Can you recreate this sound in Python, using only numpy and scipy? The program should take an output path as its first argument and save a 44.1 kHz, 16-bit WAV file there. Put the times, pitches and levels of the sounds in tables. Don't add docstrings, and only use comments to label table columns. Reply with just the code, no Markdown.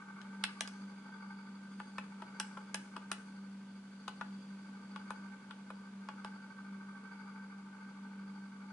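import sys
import numpy as np
from scipy import signal
from scipy.fft import rfft, irfft, next_fast_len
from scipy.io import wavfile
from scipy.ndimage import uniform_filter1d

SR = 44100
rng = np.random.default_rng(int(sys.argv[2]) if len(sys.argv) > 2 else 0)


def wav_record(signal):
    frames = np.transpose(np.atleast_2d(signal))
    bounded = np.clip(frames, -1, 1)
    quanta = np.round(bounded * 32767).astype(np.int16)
    wavfile.write(sys.argv[1], SR, quanta)


def ratio(d):
    e = np.asarray(d, float) / 20
    return 10 ** e


N = 384552
STRIKE_N = 4096


def unit(x):
    return x / np.sqrt(np.mean(x ** 2))


def on_log(hz, table):
    f, value = np.transpose(table)
    return np.interp(np.log(np.maximum(hz, 1)), np.log(f), value)


def history(table):
    return np.interp(np.arange(N) / SR, *np.transpose(table))


def curve(table):
    db = history(table)
    return db - db.mean()


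def walk(rate):
    hold = int(SR / rate)
    steps = np.repeat(rng.standard_normal(N // hold + 1), hold)
    return unit(uniform_filter1d(uniform_filter1d(steps, hold), hold)[:N])


def highpass(x, hz):
    return signal.sosfilt(signal.butter(1, hz, "highpass", fs=SR, output="sos"), x)


# (f/Hz, correlation [-1..1])
PORT_LIKENESS = [(25, 0.95), (60, 0.76), (120, 0.99), (240, 1), (340, 0.83), (600, 0.73), (1200, 0.89),
                 (2200, 0.64), (3200, -0.083), (11000, -0.092)]


def noise(gain):
    size = next_fast_len(N, True)
    hz = np.arange(size // 2 + 1) * SR / size
    alike = np.clip(on_log(hz, PORT_LIKENESS), -1, 1)
    white = rfft(rng.standard_normal((2, size)))
    mid, side = white * gain(hz) * np.sqrt([1 + alike, 1 - alike])
    return unit(irfft([mid + side, mid - side], size)[:, :N])


def resonances(table, flicker_db):
    out = 0
    for centre, width, db, pan_db in table:
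        band = noise(lambda hz: 1 / (1 + (2 * (hz - centre) / width) ** 2) ** 0.9)
        pan = np.array([[pan_db], [-pan_db]]) / 2
        out = out + ratio(db + flicker_db * walk(6.8) + pan) * band
    return np.array([out[0], np.roll(out[1], 3)])


# (multiple of the shaft rate [1], rms level/dB)
MOTOR_TONES = [
    (1, -89),
    (3, -103),
    (4, -50.5),
    (6, -75),
    (8, -80),
    (20, -79.5),
]
# (t/s, level/dB)
HUM_LEVEL = [(0.0, -55.5), (0.09, -51), (4.39, -51.5), (4.42, -53.5), (4.52, -47), (4.59, -52), (5.05, -50),
             (5.32, -50), (5.34, -51.5), (6.36, -51.5), (6.53, -52.5), (6.68, -49.5), (7.02, -52),
             (7.34, -50), (7.97, -52.5), (7.99, -50), (8.67, -51), (8.72, -50.5)]


def motor(turn):
    flutter = ratio(curve(HUM_LEVEL) + 1.4 * walk(16.0) + 0.5 * walk(9.0) + 0.3 * walk(24.0))
    return flutter * sum(ratio(db) * np.sqrt(2) * np.sin(k * turn + k) for k, db in MOTOR_TONES)


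# (f/Hz, width/Hz, level/dB, left minus right level/dB)
CASE_MODES = [(439, 24, -18.5, 13.5), (838, 42, -11, 7), (886.8, 9.5, -8.5, 0), (931, 60, -8.5, 3.5),
              (1137.5, 20, -10.5, -9.5), (1195.5, 8.8, -9, 4.5), (1242, 14, -13, 9), (1206, 140, -10.5, 5),
              (1347, 61, -10.5, -4.5), (1412, 30, -12.5, 6), (1488, 72, -5, 5.5), (1549.3, 27, -0.5, -1.5),
              (2222, 186, -10.5, -8.5)]
# (t/s, level/dB)
RATTLE_LEVEL = [(0.0, -57), (0.46, -58), (0.87, -61.5), (1.26, -57.5), (1.77, -64.5), (2.26, -57),
                (3.11, -62), (3.28, -63), (3.89, -67), (5.32, -58.5), (5.54, -62.5), (6.04, -63),
                (6.29, -58), (6.77, -59.5), (7.09, -55.5), (7.65, -59.5), (8.52, -60), (8.72, -57)]


def bearing_rattle(throb):
    return unit(resonances(CASE_MODES, flicker_db=-0.34) * throb) * ratio(1.5 + history(RATTLE_LEVEL))


# (f/Hz, width/Hz, level/dB, left minus right level/dB)
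BALL_MODES = [(3070, 89, -18, 0), (3417, 78, -5.5, -0.4), (4440, 110, -3.5, -1.3), (4704, 200, 2, -1.2),
              (6460, 220, -8.5, -0.38), (8730, 360, -8.5, -0.54)]
# (t/s, level/dB)
BALL_LOAD = [(0.0, -83), (0.68, -73.5), (1.65, -78.5), (1.85, -70), (2.09, -78.5), (2.67, -76.5),
             (3.98, -79), (4.44, -72.5), (4.66, -79), (5.08, -75), (5.22, -77), (5.93, -81.5), (6.36, -74),
             (6.7, -81), (7.07, -75.5), (7.58, -81), (8.62, -78), (8.72, -76)]


def ball_whisper(throb):
    level_db = -73 + curve(BALL_LOAD) + 0.6 * walk(2.5)
    return unit(resonances(BALL_MODES, flicker_db=2.0) * throb) * ratio(level_db)


# (f/Hz, level per Hz/dB)
AIR_SPECTRUM = [(30, -24), (60, -25), (100, -11.5), (160, -0.5), (230, 6.5), (330, -7), (500, -8),
                (680, -14), (1200, -13), (1800, -17), (3000, -17), (5500, -23), (8000, -25), (11000, -30.5)]
# (t/s, level/dB)
AIR_FLOW = [
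    (0, -1),
    (.8, 1),
    (1.4, -0.5),
    (2.6, 1),
    (3.7, 0),
    (4.7, 0.3),
    (5.8, 0.1),
    (7, -0.3),
    (7.6, -0.9),
    (8.72, -1),
]


def air_noise():
    air = noise(lambda hz: ratio(on_log(hz, AIR_SPECTRUM)))
    hiss = highpass(air, 5600)
    air = air + hiss * (ratio(0.5 * walk(2.63)) - 1)
    return air * ratio(-60 + curve(AIR_FLOW) + 0.3 * walk(3.17) + 0.13 * walk(3.4))


def fan():
    shaft_hz, cage_hz = 49.07, 12.3
    turn = 2 * np.pi * np.cumsum(shaft_hz * (1 + 0.00041 * walk(1.47))) / SR
    cage = 2 * np.pi * np.cumsum(cage_hz * (1 + 0.036 * walk(2.647))) / SR
    cage_db = 2.8 * np.sin(cage) + 0.5 * np.sin(2 * cage)
    shaft_db = 2.0 * np.sin(turn) + 1.1 * np.sin(6 * turn)
    throb = ratio(cage_db + shaft_db + 0.7 * walk(9.0))
    return motor(turn) + bearing_rattle(throb) + ball_whisper(throb) + air_noise()


def ring(modes, tilt_db, scatter_db, detune):
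    t = np.arange(STRIKE_N) / SR
    out = 0
    for k, (hz, db, t60) in enumerate(modes):
        level_chance, pitch_chance = rng.standard_normal(2)
        level_db = db + tilt_db * np.log2(hz / modes[0][0]) + scatter_db * level_chance
        swing = np.sin(2 * np.pi * hz * (1 + detune * pitch_chance) * t)
        out = out + (-1) ** k * ratio(level_db) * 1000. ** (-t / t60) * swing
    return out


def chatter(x, lags_ms, bounce):
    for lag in np.maximum(lags_ms * SR / 1000, 1).astype(int):
        back = np.r_[1, np.zeros(lag - 1), -bounce]
        x = signal.lfilter(back[::-1], back, x)
    return x


# (f/Hz, level/dB, T60/s)
KEY_CAP = [(3220, 7.5, 0.0044), (2870, -3, 0.0084), (3570, 3.5, 0.0066), (4160, -1, 0.0086),
           (4860, -1.5, 0.01)]
CASE_BASE = [(365, -2, 0.021), (455, 2, 0.014), (654, -5.5, 0.022), (854, -3.5, 0.088)]
CASE_WALLS = [(940, -6, 0.015), (1188, 4, 0.019), (1090, -8, 0.012), (1351, 3.5, 0.012),
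              (1487, -4.5, 0.029), (1593, 2.5, 0.0078)]
FACE_PLATE = [(1646, -2.4, 0.03), (1787, -5.5, 0.018), (2220, 0.3, 0.0097), (2512, -2, 0.018),
              (2626, -0.5, 0.0096)]
DOME_CROWN = [(5150, -0.5, 0.0044), (5560, 0.2, 0.0027), (6340, 0.8, 0.0023)]
DOME_RIM = [(7270, -1.8, 0.006), (7620, 0.28, 0.0032), (8420, 2, 0.0044), (9750, 0.5, 0.003),
            (10270, -2, 0.0062), (11360, 0.25, 0.00074)]
LONG_CAP_RING = [(2800, -8, 0.085), (2970, -0.5, 0.035), (3334, -3, 0.03), (1733, -13, 0.09),
                 (1997, -16.5, 0.12), (4080, -14, 0.08), (4930, -11, 0.045), (2880, -9, 0.053)]
# (left minus right level/dB, share common to both [0..1])
PART_PATHS = [
    (-3, 0.42),
    (1, 1),
    (2.5, 0.98),
    (-5.5, 0.82),
    (-1, 0.89),
    (-2.5, 0.37),
    (13, 1),
]
PUSH_RISE_MS = (.12, .5, .45, .2, .06, .04, .2)


def strike(part, tilt_db, slow):
    parts = (KEY_CAP, CASE_BASE, CASE_WALLS, FACE_PLATE, DOME_CROWN, DOME_RIM, LONG_CAP_RING)
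    chatter_ms = (0.5, 0.5, 0.4, 0.45, 0.45, 0.4, 0.3)[part]
    pan_db, share = PART_PATHS[part]
    body = ring(parts[part], tilt_db, scatter_db=2.5, detune=0.004)
    t_ms = np.arange(STRIKE_N) / SR * 1000
    body = body * (1 - np.exp(-t_ms / (PUSH_RISE_MS[part] * max(slow, 0.2)))) ** 2
    common, own = (chatter(body, chatter_ms * (0.15 + lags), 0.4) for lags in rng.random((2, 3)))
    peak = np.abs(signal.hilbert(common)).max()
    return np.array([ratio(side * pan_db / 2) * (np.sqrt(share) * common + side * np.sqrt(1 - share) * own)
                     for side in (1, -1)]) / peak


# (t/s, cap snap peak level/dB, wall knock peak level/dB,
# dome level re snap/dB, base level re knock/dB)
STROKES = [(0.2147, -46.5, -57, -5.5, 0), (0.4382, -22, -31.5, -7, -11.5), (0.607, -30, -36.5, 3, -1.5),
           (0.6744, -37, -52, -0.5, -3), (1.0898, -66, -50.5, -9, -1), (1.8, -47.5, -36, -11, -6),
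           (1.9823, -41, -30, -2.5, -8.5), (2.22, -51, -39, -4, -3), (2.3986, -33.5, -33, 8, -5.5),
           (2.573, -53, -38.5, -5, -2.5), (2.7436, -33, -37.5, 7, -0.5), (2.9643, -45, -35.5, -7, -7.5),
           (3.1152, -28.5, -29.5, -2.5, -8.5), (4.079, -34.5, -31, -4.5, -8), (4.2107, -43, -30, -7, -7),
           (4.96, -43, -38, -8.5, -7.5), (5.1048, -41.5, -31, -2.5, -6.5), (5.5087, -45, -41.5, -11, -15),
           (5.703, -52.5, -37, -9.5, -4.5), (6.0866, -46.5, -35.5, -3, -7), (6.2462, -41.5, -32, -1, -6),
           (6.59, -73, -53, -11, -15)]
# (face plate level re usual/dB, dome rim level re crown/dB, cap ring level/dB,
# slowness of the push [1 = usual])
LANDING = [(1, -2, -6, 0.95), (0, 1, -5, 1.6), (2.5, -3, 5.5, 1.3), (-6, -2, -10, 1.1), (2, .1, .1, 1.1),
           (4, 5, -1, 1.6), (7, .1, 2, 0.93), (-4, 0, 6, 0.79), (3.5, -3, 3, 2.9), (1, 4, 5, 0.85),
           (5.5, -2.5, 6.5, 0.55), (-2, 3.5, 4, 1.4), (-3.5, 2.5, 0, 1), (-6, -3.5, 2, 1.3),
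           (1.5, -3, -2, 0.49), (-0.5, -3, 0, 1.1), (-1, 0.8, -7, 0.77), (-3, 1.5, 1, 0.66),
           (2.5, 7, 4.5, 1.2), (1.5, -2, 5, 0.93), (-3, -3.5, -4, 0.74), (.1, .1, .1, 1.1)]
# (soft contact before the snap/ms, its level/dB, table rebound after/ms, its level/dB)
FINGER_CONTACT = [(1.3, -22, 4, -3), (1.47, -4, 6.5, -8), (1.55, -20, 4.2, -11), (1.3, -24, 3.6, 0),
                  (1.3, -12, 3.1, -6), (2.3, -12, 4.07, -8), (1.5, -15, 3.9, -2), (2.26, -8, 3.14, 2),
                  (1.53, -11, 3.8, -3.5), (2.94, -3, 3.75, -3.5), (1.43, -23, 4.2, -12),
                  (2.74, -6, 3.16, -2.5), (1.59, -9, 4.2, -19), (2.03, -11, 3.9, -2.2),
                  (1.64, -10, 4.14, -2.7), (1.84, -13, 3.54, -7), (1.67, -28, 4, -6), (2.18, -5, 3.6, -5),
                  (1.6, -10, 4, -5), (2.1, -11, 3.6, -5.5), (1.6, -26, 4.2, -12), (1.8, -12, 4.1, -6)]
# tilt/(dB per octave) of (cap, base, walls, plate, dome)
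MODE_TILT = [(.1, 3, .1, .1, .1), (0.6, 4, .1, .1, .1), (-0.072, 5, -8, .1, .1), (.1, 5, .1, .1, .1),
             (.1, 3, .1, .1, .1), (-2, 4.6, 10, .1, .1), (-2, 2.6, 5, 2, .1), (.1, 3, 4, .1, .1),
             (.1, 4, 12, .1, .1), (-2, 4, -6, .1, .1), (.1, 3, -3, .1, .1), (.1, 3.4, -4, .1, .1),
             (.1, 3, 5, .1, .1), (-0.13, 5.3, .1, .1, .1), (.1, 4.6, 13, .1, .1), (.1, 3.4, -4, .1, .1),
             (.1, 3.3, .1, .1, .1), (.1, 2.7, .1, .1, .1), (.1, 3.4, .1, .1, .1), (.1, 3, .1, .1, .1),
             (.1, 6, -2, .1, .1), (.1, 3, .1, .1, .1)]
PART_FEELS_DB = (-8, -7, 0, -2, -10, -11, -10)


def buttons():
    out = np.zeros((2, N + 8192))
    for stroke, landing, contact, tilt in zip(STROKES, LANDING, FINGER_CONTACT, MODE_TILT):
        s, snap_db, knock_db, dome_db, base_db = stroke
        touch_db, rim_db, ring_db, slow = landing
        lead_ms, lead_db, back_ms, back_db = contact
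        plate_db = snap_db - 1 + touch_db + 0.18 * (knock_db - snap_db)
        crown_db = snap_db + dome_db
        parts_db = (snap_db, knock_db + base_db, knock_db, plate_db,
                    crown_db, crown_db + rim_db, snap_db - 9.5 + ring_db)
        for part, part_db in enumerate(parts_db):
            heard = ratio(part_db) * strike(part, (*tilt, 0, 0)[part], slow)
            feels_db = PART_FEELS_DB[part]
            jolts = ((0, 0), (-lead_ms, lead_db + feels_db), (back_ms, back_db + feels_db),
                     (2 * back_ms, back_db + feels_db - 10.5))
            for ms, db in jolts:
                for ear in (0, 1):
                    i = int(s * SR) + ear + int(ms * SR / 1000)
                    out[ear, i:i + STRIKE_N] += ratio(db) * heard[ear]
    return highpass(echo(out)[:, :N], 170.)


def echo(x):
    delay_ms, level_db, dull_hz = 12.5, -18, 4000
    dull = signal.lfilter(*signal.butter(1, dull_hz, fs=SR), x)
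    return x + ratio(level_db) * np.roll(dull, int(delay_ms * SR / 1000), axis=1)


def table_thump():
    thump_hz, t60_s, re_knock_db = 77, 0.038, -26
    jolts, t = np.zeros(N), np.arange(STRIKE_N) / SR
    for s, _, knock_db, *_ in STROKES:
        jolts[int(s * SR)] = ratio(knock_db + re_knock_db)
    mode = np.sin(2 * np.pi * thump_hz * t) * 1000. ** (-t / t60_s)
    return signal.fftconvolve(jolts, mode)[:N]


# (f/Hz, level/dB, T60/s)
ROOM_BANDS = [(560, -26.5, 0.41), (1160, -28.5, 0.14), (1890, -30, 0.39), (3720, -26.5, 0.2),
              (6940, -37.5, 0.74), (9100, -20, 0.1)]


def room(x):
    t = np.arange(SR // 2) / SR
    tail = 0
    for hz, db, t60 in ROOM_BANDS:
        band = signal.butter(2, [hz / np.sqrt(2), hz * np.sqrt(2)], "bandpass", fs=SR, output="sos")
        hits = signal.sosfilt(band, rng.standard_normal((2, len(t))))
        tail = tail + ratio(db) * hits * 1000. 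** (-t / t60)
    tail = tail + 0.21 * tail[::-1]
    grain = uniform_filter1d(np.repeat(rng.standard_normal(SR // 64), 40)[:len(t)], size=24)
    tail = tail * ratio(1.5 * grain * np.exp(-t / 0.092))
    tail = tail * np.clip(t / 0.0012, 0, 1) ** 2
    paths = (tail, tail[::-1] * [[1], [-1]])
    return sum(signal.fftconvolve(side[None], path, axes=1)[:, :N] for side, path in zip(x / 2, paths))


def scene():
    clicks = buttons()
    return fan() + clicks + table_thump() + ratio(-6.0) * room(clicks)


def band_limit(x):
    return signal.sosfilt(signal.butter(12, 11780, fs=SR, output="sos"), x)


def record(dry):
    top = signal.ellip(9, 0.2, 50, 11000, fs=SR, output="sos")
    return band_limit(signal.sosfilt(top, dry))


dry = scene()
out = record(dry)
wav_record(out)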